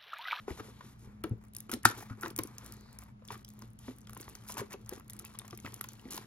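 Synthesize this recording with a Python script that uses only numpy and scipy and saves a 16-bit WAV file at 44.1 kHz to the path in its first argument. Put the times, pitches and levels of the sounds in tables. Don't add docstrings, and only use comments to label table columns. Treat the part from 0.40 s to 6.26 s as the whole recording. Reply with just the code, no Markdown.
import sys
import numpy as np
from scipy import signal
from scipy.fft import rfft, irfft
from scipy.io import wavfile
from scipy.ndimage import uniform_filter1d, minimum_filter1d

SR = 44100
rng = np.random.default_rng(int(sys.argv[2]) if len(sys.argv) > 2 else 0)


def level_to_linear(level):
    exponent = np.asarray(level, float) / 20
    return 10 ** exponent


def transcribe(signal):
    frames = np.atleast_2d(signal).T
    limited = np.clip(frames, -1, 1)
    pcm = np.round(limited * 32767).astype(np.int16)
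    wavfile.write(sys.argv[1], SR, pcm)


N = 258426

# start_s [s], peak_db [dB], pitch_hz [Hz], t60_s [s]
THUMPS = [(0.08, -29.5, 411, 0.03), (0.197, -38, 439, 0.048), (0.839, -29.5, 323, 0.089),
          (0.912, -35, 229, 0.054), (1.293, -40, 355, 0.063), (1.329, -31.5, 241, 0.097),
          (1.455, -24, 331, 0.034), (1.574, -46.5, 372.6, 0.06), (1.836, -36.5, 354, 0.12),
          (1.986, -28.5, 326, 0.061), (2.91, -46, 428, .07), (3.221, -47, 225, .07),
          (3.481, -35, 253, 0.056), (3.779, -47.5, 208, .07), (4.214, -30.5, 404, 0.065),
          (4.342, -36, 400, 0.055), (4.522, -33.5, 370, 0.048), (5.244, -38, 270.6, 0.062),
          (5.654, -39, 260, 0.074), (0.104, -35.5, 337, 0.052), (1.868, -36.5, 328, 0.062),
          (4.196, -40, 353, 0.035), (0.249, -54, 430, 0.055), (0.282, -46.5, 402, .05),
          (5.13, -41.5, 344, .05)]


def evened(x):
    return x / np.sqrt(np.mean(x ** 2) + 1e-20)


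def peaked(x):
    return x / np.abs(x).max()


def read(points, hz):
    point_hz, value = np.transpose(points)
    return np.interp(np.log(hz + 1), np.log(point_hz + 1), value)


def colour(x, points, turn=1):
    n = x.shape[-1]
    gain = level_to_linear(read(points, np.fft.rfftfreq(n, 1 / SR)))
    return irfft(rfft(x) * turn * gain, n)


def band(x, lo_hz, hi_hz):
    sos = signal.butter(2, [lo_hz, hi_hz], "bandpass", fs=SR, output="sos")
    return signal.sosfilt(sos, x)


def dying(t, t60_s, rise_s):
    return (1 - np.exp(-t / rise_s)) ** 2 * level_to_linear(-60 * t / t60_s)


def add(mix, start_s, sound):
    part = mix[..., round(start_s * SR):][..., :sound.shape[-1]]
    part += sound[..., :part.shape[-1]]


def ticks():
    # start_s [s], peak_db [dB], pitch_hz [Hz], dull_db [dB]
    loud = [(.8377, -31, 10800, -2.5), (1.149, -33, 9600, -16), (1.1652, -26, 10700, -16.5),
            (1.1844, -36, 9900, -19), (1.2037, -31, 11100, -19), (1.2939, -41.5, 12200, -11),
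            (1.3156, -25.5, 11000, -8), (1.3366, -23, 9400, -4), (1.4318, -37, 10200, -8),
            (1.4515, -11, 10600, -14), (1.8107, -35, 11400, -32), (1.9025, -44, 10500, 3),
            (1.9625, -25.5, 9900, -20), (1.9776, -31, 10770, -15), (1.9882, -20.5, 10800, -2.5),
            (2.0347, -28, 10400, -36), (2.5872, -33.5, 9900, -25.5), (4.1015, -35, 11090, -14),
            (4.1208, -31.5, 9600, -19), (4.4922, -27, 11900, -23), (4.698, -32, 12500, -12.5),
            (4.7041, -35.5, 10100, -24.5), (4.7905, -33, 9600, -12.5), (4.795, -33.5, 10300, -25),
            (4.9882, -28.5, 9800, -15), (5.3416, -29.5, 11100, -15), (5.4112, -24, 11250, -13),
            (5.4407, -31, 13600, -4.5), (5.7566, -35, 11000, -16), (5.7768, -33.5, 12600, 2)]
    # start_s [s], peak_db [dB]
    seam_buckles = [(.8941, -52), (.9794, -66), (1.051, -55), (1.038, -54), (1.083, -55.5), (1.135, -46),
                    (1.3023, -45.5), (1.323, -36), (1.44, -42), (1.445, -39.5), (1.6332, -52), (1.819, -39.5),
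                    (1.83, -37), (1.907, -41.5), (2.2442, -46), (2.2618, -38.5), (2.322, -35.5), (2.3388, -43),
                    (2.5286, -46), (2.5514, -58), (2.636, -43.5), (2.877, -42.5), (2.9764, -48.5), (3.0877, -40.5),
                    (3.1362, -50.5), (3.191, -44.5), (3.2767, -58), (3.303, -55), (3.3327, -56), (3.3893, -44),
                    (3.5626, -53), (3.5846, -42.5), (3.607, -52), (3.6948, -41), (3.7057, -47), (3.732, -38.5),
             (3.748, -43), (3.774, -40), (3.802, -40), (3.8105, -35), (3.84, -50), (3.8901, -42),
             (3.8965, -39.5), (4.0669, -50), (4.0865, -35), (4.5816, -48), (4.5974, -43), (4.6798, -44.5),
             (4.7329, -36), (4.7654, -45), (4.8496, -37), (4.867, -45), (5.052, -49), (5.1748, -36.5),
             (5.2343, -55), (5.519, -48), (5.533, -41), (5.718, -37), (5.765, -34.5)]
    # start_s [s], peak_db [dB]
    flaps = [(1.8806, -37.5), (2.0726, -40.5), (2.182, -34), (2.367, -50), (2.4087, -49), (2.619, -45.5),
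             (2.851, -46), (3.047, -39.5), (3.08, -48), (3.1023, -45), (3.2201, -43), (3.6143, -51),
             (3.6708, -44.5), (3.8156, -39.5), (3.9518, -34), (4.1278, -44), (4.14, -36.5), (4.192, -45),
             (4.206, -42), (4.461, -46), (4.5343, -40), (4.5603, -45), (5.079, -39), (5.108, -41.5),
             (5.149, -46), (5.2003, -42), (5.2463, -49), (5.256, -51), (5.4873, -33.5), (5.708, -34.5)]
    # freq_hz [Hz], level_db [dB]
    mic = [(7000, -1.5), (8500, -4.5), (11000, 2), (14000, -6), (16800, -3)]
    seam_hz, seam_dull_db, flap_hz, flap_dull_db = 11500, -18, 6240, -10
    pitch_spread, dull_spread_db = 0.11, 4

    rows = list(loud)
    small = [(*b, seam_hz, seam_dull_db) for b in seam_buckles]
    small += [(*b, flap_hz, flap_dull_db) for b in flaps]
    for start_s, db, hz, dull_db in small:
        u, v = rng.standard_normal(2).clip(-2, 2)
        rows.append((start_s, db, hz * (1 + pitch_spread * u), dull_db + dull_spread_db * v))

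    out, t = np.zeros((2, N)), np.arange(900) / SR
    for start_s, db, hz, dull_db in rows:
        a, b = rng.standard_normal((2, 900))
        bright = peaked(band(a * dying(t, 0.01, 0.00045), hz * 0.88, hz * 1.134))
        wide = peaked(band(b * dying(t, 0.0061, 0.00056), 5000, 15500))
        dull = peaked(band(b * dying(t, 0.012, 0.00026), 1800, 6300))
        sound = 0.56 * bright + 0.81 * wide + level_to_linear(dull_db) * dull
        side_db = .4 + 1.5 * a[0]
        add(out, start_s, level_to_linear(db + np.array([[side_db], [-side_db]])) * sound)
    return colour(out, mic)


def snap():
    # start_s [s], box_db [dB], crack_db [dB]
    tear = (1.4525, -3.5, -19)
    # mode_hz [Hz], level_db [dB], t60_s [s]
    modes = [(780, -15, .014), (940, -6, .013), (1360, 1, .012), (1520, -9, .014), (1780, -5, .013),
             (2200, -17, .012), (2520, -17, .012), (3900, -17, .012)]
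    start_s, box_db, crack_db = tear
    out, t = np.zeros(N), np.arange(6000) / SR
    swing = t - .0025
    box = np.zeros(len(t))
    for hz, db, t60_s in modes:
        box += level_to_linear(db) * np.sin(2 * np.pi * hz * swing) * dying(t, t60_s, .004)
    crack = band(rng.standard_normal(len(t)), 2400, 9300) * dying(t, 0.04, 0.0017)
    strain = np.linspace(0, 1, 400) ** 2
    creak = band(rng.standard_normal(400), 1150, 1900) * strain
    add(out, start_s, level_to_linear(box_db) * peaked(box))
    add(out, start_s - .0006, level_to_linear(crack_db) * peaked(crack))
    add(out, start_s - 350 / SR, level_to_linear(-17.5) * peaked(creak))
    return out


def rings(rows, spread, rough, rise_cycles):
    out, t = np.zeros(N), np.arange(8000) / SR
    for start_s, db, hz, t60_s in rows:
        u, v = rng.random(2)
        second_hz = hz * (1 + spread * (.5 + u))
        pair = np.sin(2 * np.pi * hz * t) + 0.3 * np.sin(2 * np.pi * (second_hz * t + v))
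        grit = evened(band(rng.standard_normal(8000), hz * 0.3, hz * 1.86))
        blow = (pair + rough * grit) * dying(t, t60_s, rise_cycles / hz)
        add(out, start_s, level_to_linear(db) * peaked(blow))
    return out


def knocks_and_pings():
    # start_s [s], peak_db [dB], pitch_hz [Hz], t60_s [s]
    knocks = [(0.08, -40, 1070, 0.017), (0.196, -38, 1284, 0.042), (0.407, -41, 1002, 0.026),
              (0.839, -32, 1307, 0.036), (1.294, -35, 1335, 0.023), (1.315, -36.5, 1460, 0.035),
              (1.33, -34, 1330, 0.015), (1.698, -46, 1280, 0.035), (1.833, -26.5, 1390, 0.014),
              (1.858, -30.5, 993, 0.025), (1.989, -30.5, 1043, 0.031), (2.904, -35, 965, 0.032),
              (2.954, -43, 1230, 0.019), (3.221, -47, 992, 0.015), (3.48, -44, 1006, 0.02),
              (3.695, -42.5, 1260, 0.0066), (3.766, -39.5, 1030, 0.028), (3.88, -39.5, 1100, 0.0051),
              (4.095, -37.5, 997, 0.046), (4.169, -31.5, 964, 0.019), (4.194, -39, 980, 0.061),
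              (4.335, -43, 996, 0.034), (4.597, -47, 1020, 0.011), (4.843, -45.5, 1090, 0.011),
              (5.046, -43.5, 1060, 0.029), (5.128, -39.5, 1186, 0.022), (5.248, -39, 1280, 0.02),
              (5.41, -32.5, 1300, 0.0088), (5.443, -39.5, 1030, 0.025), (5.777, -34.5, 990, 0.02)]
    # start_s [s], peak_db [dB], pitch_hz [Hz], t60_s [s]
    pings = [
        (1.5, -44, 2300, 0.022),
        (4.856, -45.5, 2640, 0.048),
        (4.8, -47, 1300, 0.017),
        (5.1, -52, 1050, 0.038),
        (2.82, -52.5, 520, 0.041),
    ]
    return rings(knocks + pings, .3, 0.49, 0.95)


def thumps():
    return rings(THUMPS, 0.28, 0.32, 0.51)


def bumps():
    # start_s [s], peak_db [dB], pitch_hz [Hz]
    pushes = [(0.108, -34, 72.6), (0.199, -45, 109), (0.674, -39.5, 118), (0.84, -41, 99),
              (0.911, -26.5, 113), (1.452, -26.5, 112.4), (1.708, -32.5, 109.4), (1.996, -38, 106),
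              (2.921, -46.5, 102.8), (4.2, -38, 122.7), (5.125, -43.5, 121.6), (5.246, -43, 96)]
    t60_s = .115
    return rings([(*b, t60_s) for b in pushes], 0.92, 0.085, 0.076)


def pops():
    # start_s [s], peak_db [dB], pitch_hz [Hz]
    creases = [(0.104, -42, 2000), (.121, -47, 2400), (1.439, -41.5, 1800), (1.586, -49, 950),
               (1.625, -41.5, 750), (1.815, -50, 1360), (1.823, -50, 1400), (1.842, -46, 1500),
               (1.849, -42, 1060), (1.853, -42, 3900), (4.578, -47, 1150), (4.607, -50, 1240),
               (2.915, -46.5, 1490), (2.93, -51, 1970), (2.942, -45, 1180), (1.859, -32, 1740),
               (1.902, -47, 1320), (3.6711, -47, 3340), (3.6717, -50.5, 1400), (3.7319, -48, 1300),
               (3.7986, -46, 2180), (3.8282, -46, 4500), (3.829, -46, 1910), (3.9514, -47, 1270),
               (4.0223, -58, 3200), (4.0502, -59, 1280), (4.0871, -48, 2400), (4.134, -50, 1050),
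               (4.147, -50, 1100), (4.1684, -42, 2630), (4.204, -41, 1770), (4.307, -45.5, 1760),
               (4.3204, -43, 1890), (4.327, -44.5, 2270), (4.338, -43, 2660), (4.492, -57, 3420),
               (4.6977, -51, 3570), (4.7227, -54, 1890), (4.7641, -59, 1780), (4.8438, -48, 2200),
               (4.9511, -46, 1150), (4.954, -48, 3200), (4.9957, -39, 3640), (5.016, -46, 1050),
               (5.0802, -49, 1260), (5.1078, -44, 3310), (5.1882, -46, 2170), (5.257, -41.5, 2570),
               (5.262, -34.5, 2000), (5.282, -51, 2970), (5.4844, -55, 1500), (5.5328, -63, 2680),
               (5.595, -49, 2900), (5.6533, -50.5, 2140), (5.687, -49.5, 1900), (5.7075, -43, 4290),
               (5.7508, -50, 1250), (5.8292, -54, 1370),
               (2.0772, -50, 1080), (2.1815, -50, 1350), (2.3292, -50.5, 1260), (2.488, -58, 1470),
             (2.5872, -59, 939), (2.6599, -54, 942), (2.7936, -66, 1300), (2.821, -61, 1245),
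             (2.8485, -57, 999), (2.8851, -40, 3530), (2.904, -37, 1030), (2.9538, -44.5, 1230),
             (3.0171, -55, 1240), (3.047, -49.5, 3280), (3.08, -55.5, 3410), (3.1024, -63, 1150),
             (3.1368, -63, 947), (3.1583, -63, 991), (3.1907, -58, 960), (3.2204, -45, 1070),
             (3.3893, -58.5, 3190), (3.4421, -55.5, 1770), (3.4805, -45.5, 987)]
    t60_s = 0.01
    return rings([(*p, t60_s) for p in creases], 0.18, 0.5, 1.5)


def grains(per_s, spread_db, t60_s):
    size = level_to_linear(spread_db * np.minimum(rng.exponential(1, N), 5))
    slips = size * (rng.random(N) < per_s / SR)
    puff = dying(np.arange(2000) / SR, t60_s, 0.000086)
    return signal.oaconvolve(slips, puff)[:N] * rng.standard_normal(N)


def strokes():
    # strongest_s [s], rise_s [s], fall_s [s], film_db [dB], card_db [dB]
    moves = [(0, .05, 0.19, -70, -68.5), (.1, 0.047, 0.47, -61.5, -62), (.45, 0.71, 0.19, -69, -66),
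             (.66, 0.082, 0.21, -81, -66), (.86, 0.058, 0.1, -85, -62.5), (1.16, .03, 0.19, -69.5, -69),
             (1.33, 0.044, 0.056, -56, -58), (1.469, .033, 0.072, -49.5, -63),
             (1.55, 0.038, 0.25, -62.5, -55.5), (1.85, 0.086, 0.12, -68, -55.5),
             (2.002, .05, 0.22, -68, -57.5), (2.26, 0.28, 0.23, -67, -59.5), (2.62, 0.073, 0.085, -71, -76),
             (2.928, 0.078, 0.1, -60.5, -60.5), (3.091, 0.074, 0.16, -76.5, -78),
             (3.221, 0.099, 0.094, -70, -66), (3.48, 0.086, 0.12, -63.5, -63),
             (3.81, 0.25, 1, -67.5, -63.5), (4.19, 0.24, 0.11, -63, -56.5),
             (4.337, 0.06, 0.035, -63.5, -57), (4.53, 0.061, 0.079, -61.5, -57),
             (4.86, 0.37, 1, -70.5, -64), (5.27, 0.13, 1, -65.5, -62.5), (5.77, 0.12, 0.1, -56, -54.5)]
    card_follows, hollow_follows = 0.67, 0.78
    film_share = 0.95
    rattle_db, rattle_t60_s = -17, 0.25

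    t = np.arange(0, N + 64, 64) / SR
    peak_s, rise_s, fall_s, film_db, card_db = np.transpose(moves)[:, :, None]
    away_db = -20 * np.where(t < peak_s, (peak_s - t) / rise_s, (t - peak_s) / fall_s)
    film = film_db + away_db
    card = card_db + card_follows * away_db
    dull = film_share * film + (1 - film_share) * card - 2.5
    hollow = card_db - 1 + hollow_follows * away_db
    levels = []
    for db in (film, dull, card, hollow):
        levels.append(np.interp(np.arange(N) / SR, t, level_to_linear(db.max(0))))
    rattle = dying(np.arange(SR // 2) / SR, rattle_t60_s, .004)
    for start_s, db, *_ in THUMPS:
        add(levels[-1], start_s, level_to_linear(db + rattle_db) * rattle)
    return levels


def rub():
    # start_s [s], length_s [s], film_db [dB], card_db [dB]
    scrunches = [(0.069, 0.053, -72, -55), (0.17, 0.043, -64, -55.5), (1.3154, 0.038, -58, -53.5),
                 (1.568, 0.073, -58.5, -57.5), (1.82, 0.067, -72, -53), (2.9, 0.058, -67, -57),
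                 (1.695, 0.042, -85, -64), (4.07, 0.064, -53, -75), (4.167, 0.051, -49.5, -47),
                 (4.301, 0.046, -63, -61), (0.22, 0.1, -70.5, -68), (0.42, 0.13, -72.5, -77.5),
                 (0.58, 0.09, -70, -91), (3.373, .175, -68.5, -79), (2.6, .04, -97, -70),
                 (2.44, .3, -89, -69.5), (1.0, 0.092, -93, -69.5), (1.46, .07, -56.5, -52),
                 (4.46, 0.05, -85, -65), (5.247, 0.034, -84, -50.5), (5.7, 0.059, -54, -69)]
    # start_s [s], end_s [s], catch [0-1] of the nails
    gliding = [
        (0, .8, 0),
        (2.1, 2.58, 1),
        (3.39, 3.56, 0),
    ]
    # freq_hz [Hz], level_db [dB per Hz]
    film_tone = [(4000, -16.5), (5500, -3), (7300, -4), (8400, -16), (9600, -1.5), (12100, -4),
                 (13600, -11), (14600, -10), (16500, -27.5)]
    # freq_hz [Hz], level_db [dB per Hz]
    card_tone = [(500, -6.5), (650, -6), (1030, 0.5), (1500, -4.5), (2300, -8.5), (3000, -23)]

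    film, dull, card, hollow = strokes()
    for start_s, length_s, film_db, card_db in scrunches:
        burst = signal.windows.tukey(round(length_s * SR), .4)
        add(film, start_s, level_to_linear(film_db) * burst)
        add(dull, start_s, level_to_linear(film_db - 13.5) * burst)
        add(card, start_s, level_to_linear(card_db) * burst)

    catching, smooth = np.ones(N), np.zeros(N)
    for start_s, end_s, catch in gliding:
        span = slice(round(start_s * SR), round(end_s * SR))
        catching[span] = catch
        smooth[span] = .7
    even = smooth * rng.standard_normal((2, N))
    rough = np.sqrt(1 - smooth ** 2)

    catches = catching * evened(grains(200, 3, 0.007))
    slips = evened(grains(3000, 2, 0.013)) + 1.5 * catches
    dull_slips = .4 * catches + even[0] + rough * evened(grains(500, 2.0, 0.022))
    card_slips = even[1] + rough * evened(grains(700, 2.4, 0.021))
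    hollow_slips = band(band(grains(130, 1.3, 0.018), 240, 480), 240, 480)
    out = film * evened(colour(slips, film_tone))
    out += dull * evened(band(dull_slips, 2500, 4600))
    out += card * evened(colour(card_slips, card_tone))
    return out + hollow * evened(hollow_slips)


def sweeps():
    # start_s [s], length_s [s], level_db [dB], centre_hz [Hz]
    passes = [
        (0.085, 0.46, -81, 3700),
        (2.18, 0.45, -74, 4460),
        (3.389, 0.13, -77, 3450),
        (1.696, 0.048, -56, 1380),
        (1.82, 0.06, -50, 1350),
    ]
    out = np.zeros(N)
    for start_s, length_s, db, hz in passes:
        noise = rng.standard_normal(round(length_s * SR))
        hiss = evened(band(noise, hz * 0.85, hz * 1.1))
        add(out, start_s, level_to_linear(db) * hiss * signal.windows.tukey(len(hiss), .6))
    return out


def ports(near):
    # freq_hz [Hz], level_db [dB]
    phase_gap = [(60, -10.5), (200, -28), (500, -8.5), (1000, -6), (2000, -2.5), (4400, 1.5), (8000, 3.5),
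                 (10500, -5.5), (12200, 2)]
    # freq_hz [Hz], level_db [dB]
    lean = [(200, -34.5), (600, -15), (1200, -34), (3500, -16), (8000, -36.5)]
    middle = near.mean(0)
    gap = colour(middle, phase_gap, turn=1j) + colour(middle, lean)
    return near + np.array([gap, -gap])


def room(x):
    # freq_hz [Hz], t60_s [s]
    decay = [(200, 0.078), (1000, 0.19), (4000, 0.22), (12000, 0.12)]
    taps = np.zeros((2, SR // 2))
    places = np.arange(60, SR // 2 - 20, 20)
    at = places + rng.integers(0, 20, (2, len(places)))
    np.put_along_axis(taps, at, rng.choice([-1., 1.], at.shape), 1)
    hz, t, z = signal.stft(taps, SR, nperseg=256)
    fall = level_to_linear(-60 * t / read(decay, hz)[:, None])
    tail = signal.istft(z * fall, SR, nperseg=256)[1]
    return signal.fftconvolve(x[None], tail / np.linalg.norm(tail[0]), axes=1)[:, :N]


def air():
    # freq_hz [Hz], level_db [dB per Hz]
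    hiss_tone = [(15, -49.5), (30, -9), (124, -7), (225, -7), (360, -23.5), (2150, -41), (11000, -56),
                 (16500, -72.5)]
    # line_hz [Hz], width_hz [Hz], level_db [dB]
    hum_lines = [
        (60.4, 6, -66),
        (111, 25, -64),
        (117, 8.6, -63.5),
        (212.4, 6, -67),
    ]
    drone_hz, wander_hz, drone_db = 212, 2.5, -60.5

    a, b = rng.standard_normal((2, N))
    apart = colour(b, [(300, -8.5), (700, 8.5), (16000, -1.5)])
    out = level_to_linear(-59.5) * evened(colour(np.array([a + apart, a - apart]), hiss_tone))
    hz, white = np.fft.rfftfreq(N, 1 / SR), rfft(rng.standard_normal(N))
    for line_hz, width_hz, db in hum_lines:
        line = white / (1 + (2 * (hz - line_hz) / width_hz) ** 2)
        out += level_to_linear(db) * evened(irfft(line, N))
    wander = evened(colour(rng.standard_normal(N), [(6, 0), (12, -60)]))
    phase = 2 * np.pi * np.cumsum(drone_hz + wander_hz * wander) / SR
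    return out + level_to_linear(drone_db) * np.sqrt(2) * np.sin(phase)


def scene():
    blows = knocks_and_pings() + thumps() + bumps() + pops()
    near = ticks() + blows + snap() + rub() + sweeps()
    echo = np.pad(near, ((0, 0), (1010, 0)))[:, :N]
    near = near + level_to_linear(-28.5) * echo
    return ports(near) + level_to_linear(-10.5) * room(near.mean(0)) + air()


def top_cut(x):
    return signal.sosfilt(signal.butter(12, 17130, fs=SR, output="sos"), x)


def record(dry):
    # low_hz [Hz], high_hz [Hz], level_db [dB]
    weak_bands = [(7800, 8300, -26), (8300, 8900, -24.5), (12700, 13200, -27), (13200, 13800, -26),
                  (13800, 14600, -21), (14600, 16000, -18.5), (16000, 16900, -15)]
    masked_db = -19
    jolt_db, top_jolt_db = 4, 7

    hz, _, z = signal.stft(dry * level_to_linear([[.5], [-.5]]), SR, nperseg=512, noverlap=384)
    now = (abs(z) ** 2).sum(0)
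    power = uniform_filter1d(now, size=9, axis=1)
    rest = power[hz > 500].sum(0)
    treble = now[(hz > 8000) & (hz < 13000)].sum(0)
    jump = treble / (uniform_filter1d(treble, size=21) + 1e-20)
    held_jump = -minimum_filter1d(-jump, size=11)

    local = uniform_filter1d(now, size=9, axis=0)
    nearby = -minimum_filter1d(-local, size=9, axis=1)
    z *= (local > nearby * level_to_linear(2 * masked_db)) | (hz < 3000)[:, None]
    for lo_hz, hi_hz, db in weak_bands:
        inside = (hz >= lo_hz) & (hz < hi_hz)
        if hi_hz > 16000:
            jolted = jump > level_to_linear(2 * top_jolt_db)
        else:
            jolted = held_jump > level_to_linear(2 * jolt_db)
        strong = power[inside].sum(0) > rest * level_to_linear(2 * db)
        z[:, inside] *= strong | (jolted & (lo_hz > 12000))
    z[:, hz >= weak_bands[-1][1]] = 0
    mix = signal.istft(z, SR, nperseg=512, noverlap=384)[1][:, :N]
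    return top_cut(mix)


dry = scene()
out = record(dry)
transcribe(out)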